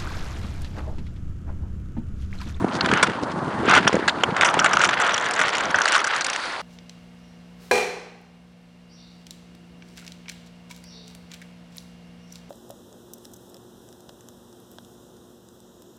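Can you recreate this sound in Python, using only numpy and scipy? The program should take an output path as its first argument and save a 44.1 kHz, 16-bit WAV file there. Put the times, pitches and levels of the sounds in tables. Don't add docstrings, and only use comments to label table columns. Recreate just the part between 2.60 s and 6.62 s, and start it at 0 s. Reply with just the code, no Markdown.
import sys
import numpy as np
from scipy import signal
from scipy.fft import rfft, irfft, next_fast_len
from scipy.io import wavfile

SR = 44100
rng = np.random.default_rng(int(sys.argv[2]) if len(sys.argv) > 2 else 0)


def int16_out(signal):
    q = np.round(np.clip(np.atleast_2d(signal).T, -1, 1) * 32767)
    wavfile.write(sys.argv[1], SR, q.astype(np.int16))


N = 177105
BURST_SIZE = 3072

# time in seconds, relative level of the roar in dB, and of the sand in dB.
ROLL_LEVELS = [(0, -30.5, -47), (0.3, -26, -30.5), (0.5, -27.5, -35), (0.6, -29.5, -47.5), (0.8, -28, -47),
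               (1.3, -29, -35), (1.6, -29.5, -41.5), (1.88, -23, -33.5), (2.2, -24.5, -31),
               (2.7, -27.5, -32), (3.0, -25, -34), (3.4, -28.5, -30.5), (3.8, -33.5, -38),
               (4.02, -32.5, -41.5)]
# frequency in Hz, relative level in dB.
ROAR_SPECTRUM = [(100, -47.5), (300, -7.5), (550, 0.5), (750, 1.5), (950, 4), (1400, -1.5), (2000, -16),
                 (3000, -44), (4000, -59.5), (6000, -31.5), (10000, -45.5)]
# frequency in Hz, relative level in dB.
SAND_SPECTRUM = [(300, -11), (800, 7), (1450, 14), (2000, 10), (3200, 6), (4200, 0), (5000, -4),
                 (5800, -11), (7500, -16), (10000, -26.5)]
# pitch in Hz, width in Hz (wider dies away sooner), relative level in dB.
HOLLOW_RESONANCES = [(1410, 620, 4.5), (2105, 770, -5), (2810, 780, -14)]
# time in seconds, level of the hiss in dB.
DUST_LEVELS = [(0, -56), (1.6, -46), (2.0, -62), (3.0, -43), (3.55, -46.5), (3.85, -32.5), (4.02, -40)]
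# frequency in Hz, relative level in dB.
DUST_SPECTRUM = [(500, -14), (1500, 3.5), (3000, -5), (4500, 1), (5600, -12.5), (8000, -16), (10000, -17.5)]
# time in seconds, relative level of the rumble in dB.
AIR_LEVELS = [(0, -31.5), (0.3, -30), (0.68, -35.5), (1.1, -28.5), (1.55, -37), (1.76, -38), (2.0, -33.5),
              (2.65, -47), (3.05, -38.5), (3.45, -52), (4.02, -52)]
# frequency in Hz, relative level in dB.
AIR_SPECTRUM = [(20, -30.5), (40, -37), (70, -9), (115, -1.5), (150, -1), (195, 1.5), (330, 0.5),
                (600, -14.5), (2000, -40)]
# time in seconds, relative level in dB, pitch in Hz.
THUMPS = [(0.026, -20.5, 152), (0.048, -14, 376), (0.277, -25.5, 257), (0.331, -16.5, 286),
          (0.432, -17, 740), (0.488, -21.5, 268), (0.4993, -24, 298), (0.639, -19, 298),
          (0.829, -23.5, 240), (0.883, -28, 253), (1.035, -24, 300), (1.055, -19.5, 300),
          (1.081, -15.5, 302), (1.178, -18.5, 624), (1.261, -19, 263), (1.277, -12, 960),
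          (1.297, -20.5, 590), (1.3303, -19.5, 367), (1.346, -12, 426), (1.3561, -17, 340),
          (1.37, -16.5, 400), (1.3976, -22.5, 288), (1.4286, -24, 310), (1.483, -17, 920),
          (1.579, -24, 237), (1.637, -16.5, 770), (1.6924, -20, 277), (1.727, -21.5, 285),
          (1.973, -18.5, 317)]
# pitch in Hz, width in Hz, relative level in dB.
RING_RESONANCES = [(843, 370, -8), (1120, 176, -1.5), (1420, 190, 4.5), (1795, 210, -10.5)]
# pitch in Hz, width in Hz, relative level in dB.
CRUNCH_RESONANCES = [(2004, 380, 5.5), (2894, 570, 3), (3544, 310, 1.5)]
# pitch in Hz, width in Hz, relative level in dB.
SNAP_RESONANCES = [(4510, 1230, 4), (5896, 560, 9), (6840, 415, 7), (8260, 1020, 1.5), (9670, 360, -1)]
# time in seconds, level in dB, half the length in seconds.
SLIPS = [(0.152, -34, 0.015), (0.636, -38, 0.0065), (0.72, -34, 0.0038)]
# frequency in Hz, relative level in dB.
SLIP_SPECTRUM = [(800, -17), (2500, -5), (5000, -3), (10000, -23)]
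# time in seconds, ring level in dB, crunch level in dB,
# snap level in dB, crumbling time in seconds.
CRUSHED_STONES = [(0.2096, -26.5, -25, -39, 0.002), (0.2603, -23, -26, -33.5, 0.0026),
                  (0.3152, -18, -26, -36.5, 0.0026), (0.3374, -22, -22.5, -29, 0.0026),
                  (0.3738, -22, -33, -36, 0.0037), (0.4298, -11, -14.5, -19, 0.0067),
                  (0.4425, -20, -32, -52, 0.0031), (0.47, -31, -32, -42, 0.004),
                  (0.4985, -31, -36, -45, 0.005), (1.096, -29, -25.5, -28.5, 0.0023),
                  (1.1117, -14.5, -21, -27.5, 0.0028), (1.1388, -12.5, -33, -28, 0.0056),
                  (1.1518, -15, -16, -24.5, 0.0062), (1.1653, -13, -19, -31, 0.0049),
                  (1.1771, -12, -20, -28, 0.006), (1.271, -14.5, -27, -54, 0.0076),
                  (1.278, -22, -17, -22, 0.0055), (1.3302, -32, -27.5, -34, 0.0052),
                  (1.3548, -41, -31.5, -35.5, 0.003), (1.4797, -19.5, -21, -29.5, 0.0043),
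                  (1.486, -16.5, -22, -31, 0.008), (1.636, -17.5, -15.5, -29, 0.0033),
                  (1.7659, -24, -27, -34, 0.005), (1.8108, -17, -15.5, -26.5, 0.0014),
                  (1.8213, -21, -19.5, -49, 0.0019), (1.8332, -15, -18, -37, 0.0028),
                  (1.8499, -19, -17.5, -23, 0.012), (1.9416, -18.5, -39, -33.5, 0.0016),
                  (1.9918, -18, -19, -30.5, 0.0021), (2.016, -18, -36, -53, 0.0044),
                  (2.046, -12, -21.5, -24.5, 0.0069), (2.0619, -12.5, -17, -29, 0.0054),
                  (2.1338, -16.5, -23.5, -24.5, 0.0049), (2.1704, -11.5, -21, -29, 0.0014),
                  (2.2049, -16, -38, -43, 0.0036), (2.2181, -37, -22, -26.5, 0.0084),
                  (2.2375, -14.5, -23, -32.5, 0.00065), (2.2457, -29, -20.5, -23.5, 0.002),
                  (2.2519, -34, -21, -26, 0.0021), (2.2907, -23, -24, -33, 0.0022),
                  (2.4008, -20.5, -25, -35, 0.0037), (2.4929, -28, -23.5, -44, 0.0016),
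                  (2.5425, -34, -25.5, -34, 0.0037), (2.5794, -25.5, -24, -33, 0.0042),
                  (2.7105, -26, -35, -31.5, 0.0016), (2.7373, -41, -46, -30, 0.0034),
                  (2.7932, -18.5, -25.5, -32.5, 0.0047), (2.8148, -18, -20, -30, 0.0039),
                  (2.8375, -22, -26.5, -55, 0.0013), (2.8824, -25.5, -24, -36.5, 0.00071),
                  (2.9529, -42, -27, -31, 0.0014), (2.9694, -38, -33, -35, 0.0014),
                  (2.9826, -46, -29.5, -31, 0.0017), (3.0075, -42, -30, -37, 0.0015),
                  (3.1456, -12.0, -30, -41, 0.0058), (3.1866, -18, -27, -33, 0.0017),
                  (3.2088, -17.5, -34, -65, 0.0025), (3.2178, -28, -29, -30, 0.0017),
                  (3.2566, -15.5, -28, -31.5, 0.0016), (3.279, -22, -21.5, -31, 0.0028),
                  (3.285, -35, -24, -26.5, 0.0032), (3.3221, -37, -36, -25, 0.00083),
                  (3.3282, -21, -26, -32, 0.0033), (3.3466, -20, -27, -28, 0.0021),
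                  (3.3526, -15, -22, -26.5, 0.0065), (3.3627, -15.5, -35, -28, 0.0044),
                  (3.4435, -20.5, -38, -29, 0.0045), (3.473, -20.5, -32, -29.5, 0.0067),
                  (3.5636, -41, -33, -29.5, 0.0028), (3.6102, -24.5, -29.5, -26, 0.005),
                  (3.6456, -43, -30.5, -25.5, 0.0029), (3.6659, -27, -36, -27, 0.0028),
                  (3.7003, -43, -30, -27.5, 0.0018), (3.733, -45, -29, -31, 0.0051),
                  (3.762, -45, -26, -32.5, 0.0027)]
# time in seconds, level in dB, pitch in Hz.
STONE_CLINKS = [(0.2096, -21, 4300), (1.279, -25, 6000), (1.282, -33, 3000), (1.483, -22, 4270),
                (1.495, -22, 3860), (1.862, -26, 5860), (1.998, -21, 5940), (2.543, -24.5, 5750),
                (3.16, -29.5, 5960), (3.218, -27, 5900), (3.255, -23.5, 4500), (3.444, -31, 5800),
                (3.62, -30, 4300)]
# time of full force in seconds, hold in seconds, rise time in seconds,
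# relative level of the grinding in dB.
SKATER_PUSHES = [(0.343, 0.061, 0.016, -27), (1.098, 0.086, 0.023, -20), (1.82, 0.074, 0.023, -28.5),
                 (2.203, 0.056, 0.037, -31.5), (2.405, 0.078, 0.0016, -28.5), (2.799, 0.045, 0.0016, -30),
                 (3.337, 0.027, 0.027, -30.5)]


def from_db(db):
    return 10 ** (np.asarray(db) / 20)


def add_levels(a_db, b_db):
    return 10 * np.log10(from_db(a_db) ** 2 + from_db(b_db) ** 2)


def rms_one(x):
    return x / np.sqrt(np.mean(x ** 2) + 1e-20)


def curves(rows):
    times, *columns = np.transpose(rows)
    return [np.interp(np.arange(N) / SR, times, column) for column in columns]


def coloured(x, spectrum):
    hz, level_db = np.transpose(spectrum)
    size = next_fast_len(N)
    bins_hz = np.maximum(np.fft.rfftfreq(size, 1 / SR), 1)
    gain = from_db(np.interp(np.log(bins_hz), np.log(hz), level_db))
    return rms_one(irfft(rfft(x, size) * gain, size)[:N])


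def drift(rate_hz, step=40):
    decay = np.exp(-2 * np.pi * step * rate_hz / SR)
    noise = rng.standard_normal(N // step + 2002)
    slow = signal.lfilter([1], [1, -2 * decay, decay * decay], noise)[2000:]
    return np.interp(np.arange(N) / step, np.arange(len(slow)), rms_one(slow))


def flutter(rate_hz, reach=2.0):
    return reach * np.tanh(drift(rate_hz) / reach)


def grains(shape, per_s, spread_db):
    chance, size, sign = np.moveaxis(rng.random((*shape, 3)), -1, 0)
    strength = from_db(-spread_db * np.log(np.maximum(size, .01)))
    return (chance < per_s / SR) * strength * np.sign(sign - .5)


def resonate(x, resonances):
    ringing = 0
    for k, (hz, width_hz, level_db) in enumerate(resonances):
        decay = np.exp(-np.pi * width_hz / SR)
        poles = [1, -2 * decay * np.cos(2 * np.pi * hz / SR), decay * decay]
        ring = (1 - decay * decay) / 2 * signal.lfilter([1, 0, -1], poles, x + 1e-18)
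        ringing = ringing + (-1) ** k * from_db(level_db) * ring
    edges_hz = [resonances[0][0] * 0.58, min(resonances[-1][0] * 1.165, SR / 2 - 1000)]
    return signal.sosfilt(signal.butter(2, edges_hz, "band", fs=SR, output="sos"), ringing)


def varied(resonances, detune, spread_db=2.5):
    shifts = rng.uniform(-1, 1, len(resonances))
    strengths = rng.standard_normal(len(resonances))
    return [(hz * np.exp(detune * shift), width_hz, level_db + spread_db * strength)
            for (hz, width_hz, level_db), shift, strength in zip(resonances, shifts, strengths)]


def swell(length_s):
    t = (np.arange(BURST_SIZE) - BURST_SIZE // 2) / SR
    age = np.maximum(1 + 2 * t / length_s[:, None], 0)
    return age * np.exp(1 - age)


def strike(length_s, rise_s=0.0003):
    t = (np.arange(BURST_SIZE) - BURST_SIZE // 2) / SR
    age_s = np.maximum(t + 0.3 * length_s[:, None], 0)
    return (1 - np.exp(-age_s / rise_s)) * np.exp(-(age_s / length_s[:, None]) ** 1.05)


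def place(bursts, times, level_db, window_s=.01):
    track = np.zeros(N + 2 * BURST_SIZE)
    for burst, time_s, gain in zip(bursts, times, from_db(level_db)):
        at = int(np.clip(time_s * SR, 0, N))
        energy = np.sum(burst ** 2) + 1e-20
        track[at:at + BURST_SIZE] += gain * burst * np.sqrt(window_s * SR / energy)
    return track[BURST_SIZE // 2:][:N]


def wheels(roar_db, sand_db):
    roar = coloured(rng.standard_normal(N), ROAR_SPECTRUM) * from_db(roar_db - 2.0 + drift(25))
    crackle = coloured(grains((N,), per_s=7000, spread_db=4.5), SAND_SPECTRUM)
    crackle *= from_db(sand_db + 6.1 * flutter(35))
    hollow = rms_one(resonate(rng.standard_normal(N), HOLLOW_RESONANCES))
    hollow *= from_db(sand_db - 3.0 + 7.0 * flutter(40))
    return roar + crackle + hollow


def dust_hiss():
    hiss_db, = curves(DUST_LEVELS)
    return coloured(rng.standard_normal(N), DUST_SPECTRUM) * from_db(hiss_db)


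def moving_air(thump_cycles=1.04):
    air_db, = curves(AIR_LEVELS)
    rumble = coloured(rng.standard_normal(N), AIR_SPECTRUM) * from_db(air_db + 0.5 + 4.3 * flutter(29))
    times, level_db, pitches = np.transpose(THUMPS)
    length_s = thump_cycles / pitches
    puffs = swell(length_s) * rng.standard_normal((len(times), BURST_SIZE))
    thumps = []
    for hz, puff in zip(pitches, puffs):
        band = signal.butter(2, [hz * 0.5, hz * 1.6], "band", fs=SR, output="sos")
        thumps.append(signal.sosfilt(band, puff + 1e-18))
    return rumble + place(thumps, times - length_s, level_db - 1.5)


def with_mount_hum(shake, pitch_hz=193, width_hz=29.4, hum_db=-9):
    hum = signal.lfilter(*signal.iirpeak(pitch_hz, pitch_hz / width_hz, fs=SR), shake)
    return shake + from_db(hum_db) * hum


def grit_patch(from_s=1.6, until_s=4.1, edge_s=0.17, clean_share=0.039):
    t = np.arange(N) / SR
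    on_patch = (np.tanh((t - from_s) / edge_s) - np.tanh((t - until_s) / edge_s)) / 2
    return np.clip(on_patch, clean_share, 1)


def crumbs(per_s, range_db=4.5, crumble_s=0.0022, tracks=5):
    hits = rng.random((tracks, N)) < per_s / tracks / SR
    sizes = from_db(-range_db * rng.random((tracks, N)))
    fades = signal.lfilter([1], [1, -np.exp(-1 / (crumble_s * SR))], hits * sizes + 1e-18)
    return fades * rng.standard_normal(N)


def fine_grit(sand_db, fully_gritty_db=-30):
    cover = np.minimum(from_db(sand_db - fully_gritty_db) ** 2, 1) * grit_patch()
    tracks = crumbs(per_s=110 * cover)
    sound = 0
    for resonances, part_db in (RING_RESONANCES, -4.5), (CRUNCH_RESONANCES, -10), (SNAP_RESONANCES, -11.5):
        rings = sum(resonate(track, varied(resonances, detune=0.07, spread_db=5.5)) for track in tracks)
        sound = sound + from_db(sand_db + part_db) * rms_one(rings)
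    return sound


def wheel_slips():
    t = np.arange(N) / SR
    slip = sum(from_db(level_db) * np.exp(-((t - time_s) / half_s) ** 2 / 2)
               for time_s, level_db, half_s in SLIPS)
    return slip * coloured(grains((N,), per_s=7500, spread_db=6.5), SLIP_SPECTRUM)


def crushed_stones(pitch_rise_per_s=0.026, lead_s=.0004):
    times, ring_db, crunch_db, snap_db, length_s = np.transpose(CRUSHED_STONES)
    rising = 1 + pitch_rise_per_s * (times - 1)
    steady = np.ones(len(times))
    parts = ((RING_RESONANCES, rising, .03, ring_db, swell(0.99 * length_s)),
             (CRUNCH_RESONANCES, steady, .06, crunch_db, strike(length_s)),
             (SNAP_RESONANCES, steady, .03, snap_db, strike(length_s)))
    sound = 0
    for resonances, pitch_ratios, detune, level_db, shapes in parts:
        cracks = shapes * grains((len(times), BURST_SIZE), per_s=4000, spread_db=1.5)
        tunings = [varied(np.multiply(resonances, [ratio, 1, 1]), detune) for ratio in pitch_ratios]
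        rings = [resonate(crack, tuning) for crack, tuning in zip(cracks, tunings)]
        sound = sound + place(rings, times - lead_s, level_db)
    return sound


def clinks(strike_s=0.0035, width_hz=600):
    times, level_db, pitches = np.transpose(STONE_CLINKS)
    blows = swell(np.full(len(times), strike_s)) * rng.standard_normal((len(times), BURST_SIZE))
    rings = [resonate(blow, [(hz, width_hz, 0)]) for blow, hz in zip(blows, pitches)]
    return place(rings, times, level_db)


def push_level(release_s=0.012):
    t = np.arange(N) / SR
    force = 0
    for time_s, hold_s, rise_s, level_db in SKATER_PUSHES:
        build_up = np.minimum(t - time_s, 0) / rise_s
        let_go = np.maximum(t - time_s - hold_s, 0) / release_s
        force = force + from_db(level_db) * np.exp(build_up - let_go)
    return 20 * np.log10(force + 1e-9)


def grinding(push_db, ring_db=2.0, crunch_db=-5.0, judder_db=2.5):
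    cracks = grains((N,), per_s=2400, spread_db=2.0) * from_db(judder_db * drift(98))
    ring = from_db(ring_db) * rms_one(resonate(cracks, RING_RESONANCES))
    crunch = from_db(crunch_db) * rms_one(resonate(cracks, CRUNCH_RESONANCES))
    return from_db(push_db) * (ring + crunch)


def scene():
    roll_db, grit_db = curves(ROLL_LEVELS)
    push_db = push_level()
    roar_db = add_levels(roll_db, push_db + 0.5)
    sand_db = add_levels(grit_db, push_db - 3)
    rolling = wheels(roar_db, sand_db) + grinding(push_db) + fine_grit(sand_db)
    skates = rolling + crushed_stones() + dust_hiss() + clinks() + wheel_slips()
    return (skates + with_mount_hum(moving_air()))[None]


def record(dry):
    peak_limit, cutoff_hz = .95, 10050
    rounded = peak_limit * np.tanh(dry / peak_limit)
    return signal.sosfilt(signal.ellip(10, .2, 70, cutoff_hz, fs=SR, output="sos"), rounded)


dry = scene()
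out = record(dry)
int16_out(out)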